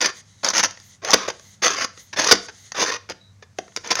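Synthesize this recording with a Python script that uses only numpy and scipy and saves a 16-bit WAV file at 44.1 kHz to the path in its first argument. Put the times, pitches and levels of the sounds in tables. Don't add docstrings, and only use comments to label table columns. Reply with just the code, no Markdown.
import sys
import numpy as np
from scipy import signal
from scipy.fft import rfft, irfft
from scipy.io import wavfile

SR = 44100
rng = np.random.default_rng(int(sys.argv[2]) if len(sys.argv) > 2 else 0)


def pcm_store(signal):
    levels = np.round(np.clip(np.atleast_2d(signal), -1, 1) * 32767)
    wavfile.write(sys.argv[1], SR, levels.astype(np.int16).T)


N = 176400


# start in seconds, length in seconds,
# relative level in dB at the hardest point, where that point lies (0 = start, 1 = end).
SCRAPES = [(.005,0.072,-18,0), (.08,0.023,-26,0.5), (.43,0.084,-20,0.23), (.532,0.081,-16,0.8),
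           (.628,0.031,-15,0.16), (1.018,0.036,-33.5,0.94), (1.045,0.12,-24,0.47), (1.15,0.12,-27,0.13),
           (1.276,0.014,-20.5,0.8), (1.292,0.018,-25,0.93), (1.619,0.064,-15,0.58), (1.68,0.08,-23,0.18),
           (1.758,0.094,-21,0.97), (2.128,0.018,-25,0), (2.16,0.11,-19,0.39), (2.253,0.087,-17,0.84),
           (2.333,0.03,-21,0.1), (2.482,0.021,-31,0.07), (2.744,0.062,-26,0), (2.768,0.082,-18,0.77),
           (2.844,0.062,-21,0.87), (2.91,0.057,-24,0.1), (3.088,0.034,-28,0.6), (3.423,0.012,-35,0.13),
           (3.833,0.067,-29.5,0.2), (3.903,.026,-16,0.27), (3.964,0.034,-22,1)]

def scraping(level_db=0.5, edge_db=5.5, bite_db=5, bite_s=0.0068, ramp_s=0.0024, size=6000):
    out, t = np.zeros(N), np.arange(size) / SR
    grain = slips(per_s=3000, spread_db=2.5) * gain(2.9 * wander(per_s=300))
    for k, (at, length, db, hardest) in enumerate(SCRAPES):
        force_db = db - np.interp(t / length, [0, hardest, 1], [edge_db, 0, edge_db])
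        force_db -= bite_db * np.exp(-t / min(bite_s, length / 6))
        contact = np.clip(t / ramp_s, 0, 1) * np.exp(-np.maximum(t - length, 0) / ramp_s)
        drag = normalise(grain[k * size:(k + 1) * size]) * contact * gain(force_db + level_db)
        drag = brighten(drag, treble_db=12 + 0.7 * force_db)
        add(out, at, through(drag, block_ring()))
    return out


# start in seconds, relative level in dB, treble change in dB.
TICKS = [(.014,-9.5,2.5), (.059,-8.5,4), (.446,-19.5,14), (0.487,-21,14), (.502,-26.5,19), (0.58,-13,8.5),
         (.598,-7.5,-1), (.637,-14.5,9.5), (.653,-24.5,11), (.709,-31.5,7), (0.773,-29,-13.5),
         (0.8,-39,7.5), (1.048,-24.5,12), (1.106,-18.5,12), (1.115,-17.5,9), (1.396,-37,4), (1.667,-10,-4),
         (1.706,-25.5,10), (1.735,-26.5,9.5), (1.975,-32.5,-5.5), (2.197,-20,8.5), (2.245,-19.5,12),
         (2.274,-12,2), (2.719,-21,-1), (3.098,-23,6.5), (3.586,-17.5,-1.5), (3.68,-34.5,-22),
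         (3.721,-41,-15), (3.763,-16.5,5.5), (3.772,-13,-9), (3.874,-34,11.5), (3.913,-14.5,5.5),
         (3.954,-14,7)]

def ticks(boost_db=16, size=1024):
    out = np.zeros(N)
    for at, db, treble_db in TICKS:
        snap = dying_noise(fade_s=0.0084, size=size) * np.sqrt(np.arange(size))
        snap = brighten(snap / np.linalg.norm(snap), treble_db)
        add(out, at, gain(db + boost_db) * through(snap, block_ring()))
    return out


# start in seconds, length in seconds, level in dB.
CLATTERS = [(1.132,.013,-6.5), (2.312,0.0086,-6), (2.321,0.0058,-4)]

def clatters():
    t = np.arange(N) / SR
    force = sum(gain(db) * ((t >= at) & (t < at + length)) for at, length, db in CLATTERS)
    return through(force * slips(per_s=4300, spread_db=1.5), block_ring())


# pitch in Hz, relative level in dB, seconds to fade by 60 dB.
BLOCK_NOTES = [(486.7,-19.5,0.055), (1059,-10,0.022), (1297,-21,.045), (1811,-14.5,.035), (3517,-12.5,.028),
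               (4750,-11,0.027), (4910,-15.5,0.038), (5920,-14.5,0.058), (6148,-11,0.031), (6503,-4,0.013)]

def block_ring(notes_db=-10, walls_db=-9.5, spread_db=1.5, size=4096):
    t = np.arange(size) / SR
    notes = np.zeros(size)
    for hz, db, fade_s in BLOCK_NOTES:
        strength = gain(db + spread_db * rng.standard_normal())
        notes += strength * np.cos(2 * np.pi * (hz * t + rng.random())) * fade(t, fade_s)
    walls = dying_noise(fade_s=0.041, size=size)
    ring = gain(notes_db) * notes / np.linalg.norm(notes) + gain(walls_db) * walls
    ring[0] += 1
    return ring / np.linalg.norm(ring)


# frequency in Hz, relative level in dB.
CONTACT_TONE = [(60,-40), (150,-13.5), (250,-7.5), (470,-0.5), (760,-4.5), (1100,0), (1900,0), (2900,-4.5),
                (4100,-4.5), (4800,0), (6300,.5), (6950,-6.5), (7600,-23.5), (8400,-24.5), (9900,-18.5),
                (11500,-31.5), (15500,-31.5)]

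def contact_tone(contacts):
    return through(contacts, tone_filter(CONTACT_TONE))


# start in seconds, relative level in dB, bass change in dB.
KNOCKS = [(1.144,-13,3), (1.283,-19,-25), (2.319,-18.5,-4.5), (2.328,-9.5,0.5), (3.105,-23.5,-6.5),
          (3.588,-15.5,-16), (3.992,-16,-11)]
# frequency in Hz, relative level in dB.
HOLLOW_TONE = [(60, -23.5), (200, -5), (480, 10), (750, 7.5), (1100, -18.5), (2000, -8), (4000, -23.5),
               (9000, -51)]
# pitch in Hz, relative level in dB.
BODY_NOTES = [(195,-22.5), (243,-19.5), (301,-17)]

def knocks(boost_db=19.5, thump_hz=80, thump_db=-19.5):
    blows, bass = np.zeros((2, N))
    t = np.arange(N) / SR
    body = sum(gain(db) * np.sin(2 * np.pi * hz * t) for hz, db in BODY_NOTES) * fade(t, fade_s=0.24)
    thump = gain(thump_db) * np.sin(2 * np.pi * thump_hz * t) * fade(t, fade_s=0.05)
    for at, db, bass_db in KNOCKS:
        add(blows, at, gain(db + boost_db) * dying_noise(fade_s=0.017))
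        add(bass, at, gain(db + bass_db) * (thump + body))
    return through(blows, tone_filter(HOLLOW_TONE)) + bass


# start in seconds, length in seconds, midway level in dB.
RUBS = [(1.02,0.14,-29), (2.203,0.088,-34)]

def piston_rubs(start_hz=470, end_hz=1209, swell_db=17.5):
    out = np.zeros(N)
    for at, length, db in RUBS:
        travel = progress(at, length)
        rub = noise_band(start_hz * (end_hz / start_hz) ** travel, width_hz=240)
        out += rub * np.sqrt(hump(at, length)) * gain(db + swell_db * (travel - 0.5))
    return out


# start in seconds, length in seconds, whisper level in dB, swish level in dB.
SLIDES = [(0.13,0.086,-45.5,-65), (0.245,0.57,-61.5,-76), (0.762,0.22,-50.5,-62), (1.314,0.33,-51.5,-66),
          (1.927,0.21,-50,-60), (2.38,0.098,-49,-82), (2.496,0.25,-52,-67), (3.561,0.54,-60,-88)]
# start in seconds, length in seconds, level in dB.
SQUEAKS = [(.27,0.19,-64), (3.147,0.19,-60)]
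# frequency in Hz, relative level in dB.
WHISPER_TONE = [(300,-8), (1050,-7), (1550,-8), (2020,7), (2450,-10), (3200,1.5), (4050,3), (5300,-0.5),
                (6500,11.5), (7700,-7.5), (10000,-6.5), (12000,-25), (15500,-27.5)]

def sliding(fade_db_per_s=-30, swish_power=5.9):
    t = np.arange(N) / SR
    force, swish = np.zeros((2, N))
    for at, length, db, swish_db in SLIDES:
        speed = hump(at, length)
        from_middle_s = np.clip(t - at - length / 2, -length, length)
        force += np.sqrt(speed) * gain(db + fade_db_per_s * from_middle_s)
        swish += speed ** swish_power * gain(swish_db)
    friction = force * rng.standard_normal(N) * gain(3.9 * wander(per_s=24))
    whisper = through(friction, tone_filter(WHISPER_TONE))
    squeak_level = sum(hump(at, length) * gain(db) for at, length, db in SQUEAKS)
    squeak = squeak_level * noise_band(hz=3900, width_hz=210)
    return whisper + squeak + swish * noise_band(hz=13000, width_hz=4700)


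def room_echo(sound, delay_s=0.008, level_db=-15):
    out = np.zeros(N)
    echo = lowpass(through(sound, dying_noise(fade_s=0.35)), hz=7500)
    add(out, delay_s, gain(level_db) * echo)
    return out


# frequency in Hz, relative level in dB.
AIR_TONE = [(25,-33), (55,-11), (80,-7.5), (97,6.5), (118,-4), (200,-6), (330,-23.5), (1800,-23.5),
            (3000,-32.5), (6300,-26), (8000,-35), (15500,-50.5)]

def room_hum(hum_hz=99.3, hum_db=-65, octave_db=-67.5, air_db=-55.5):
    phase = 2 * np.pi * np.cumsum(hum_hz * (1 + 0.025 * wander(per_s=22))) / SR
    hum = gain(hum_db) * np.sin(phase) + gain(octave_db) * np.sin(2 * phase)
    hum *= gain(3 * wander(per_s=14))
    return hum + gain(air_db) * through(rng.standard_normal(N), tone_filter(AIR_TONE))


def gain(db):
    return 10 ** (np.asarray(db) / 20)


def normalise(x):
    return x / np.sqrt(np.mean(x ** 2))


def add(out, at, x):
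    i = max(int(at * SR), 0)
    out[i:i + len(x)] += x[:max(N - i, 0)]


def through(x, response):
    return signal.fftconvolve(x, response)[:N]


def lowpass(x, hz):
    return signal.sosfilt(signal.butter(2, hz, fs=SR, output="sos"), x)


def brighten(x, treble_db, above_hz=3800):
    low = signal.sosfiltfilt(signal.butter(2, above_hz, fs=SR, output="sos"), x)
    return low + gain(treble_db) * (x - low)


def tone_filter(points, size=4096):
    hz, db = np.array(points, float).T
    curve = gain(np.interp(np.log(np.fft.rfftfreq(size, 1 / SR) + 1), np.log(hz), db))
    cepstrum = irfft(np.log(curve))
    cepstrum[1:size // 2] *= 2
    cepstrum[size // 2 + 1:] = 0
    return normalise(irfft(np.exp(rfft(cepstrum)))) / np.sqrt(size)


def fade(t, fade_s):
    return np.exp(-np.log(1000) * t / fade_s)


def dying_noise(fade_s, size=32768):
    x = rng.standard_normal(size) * fade(np.arange(size) / SR, fade_s)
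    return x / np.linalg.norm(x)


def wander(per_s):
    return np.interp(np.arange(N) / SR * per_s, np.arange(N), rng.standard_normal(N))


def slips(per_s, spread_db):
    clicks = (rng.random(N) < per_s / SR) * rng.choice([-1, 1], N)
    return normalise(clicks * gain(spread_db * np.clip(rng.standard_normal(N), -2, 2)))


def noise_band(hz, width_hz):
    phase = 2 * np.pi * np.cumsum(hz * np.ones(N)) / SR
    return normalise(lowpass(rng.standard_normal(N), width_hz / 2) * np.cos(phase))


def progress(at, length):
    return np.clip((np.arange(N) / SR - at) / length, 0, 1)


def hump(at, length):
    return np.abs(np.sin(np.pi * progress(at, length)))


def scene():
    engine = contact_tone(scraping() + ticks() + clatters()) + piston_rubs() + knocks() + sliding()
    return (engine + room_echo(engine) + room_hum())[None]


def record(dry, ceiling=1.7, top_hz=15800):
    rounded = dry / (1 + (dry / ceiling) ** 4) ** (1 / 4)
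    return signal.sosfilt(signal.ellip(8, .2, 70, top_hz, fs=SR, output="sos"), rounded)


dry = scene()
out = record(dry)
pcm_store(out)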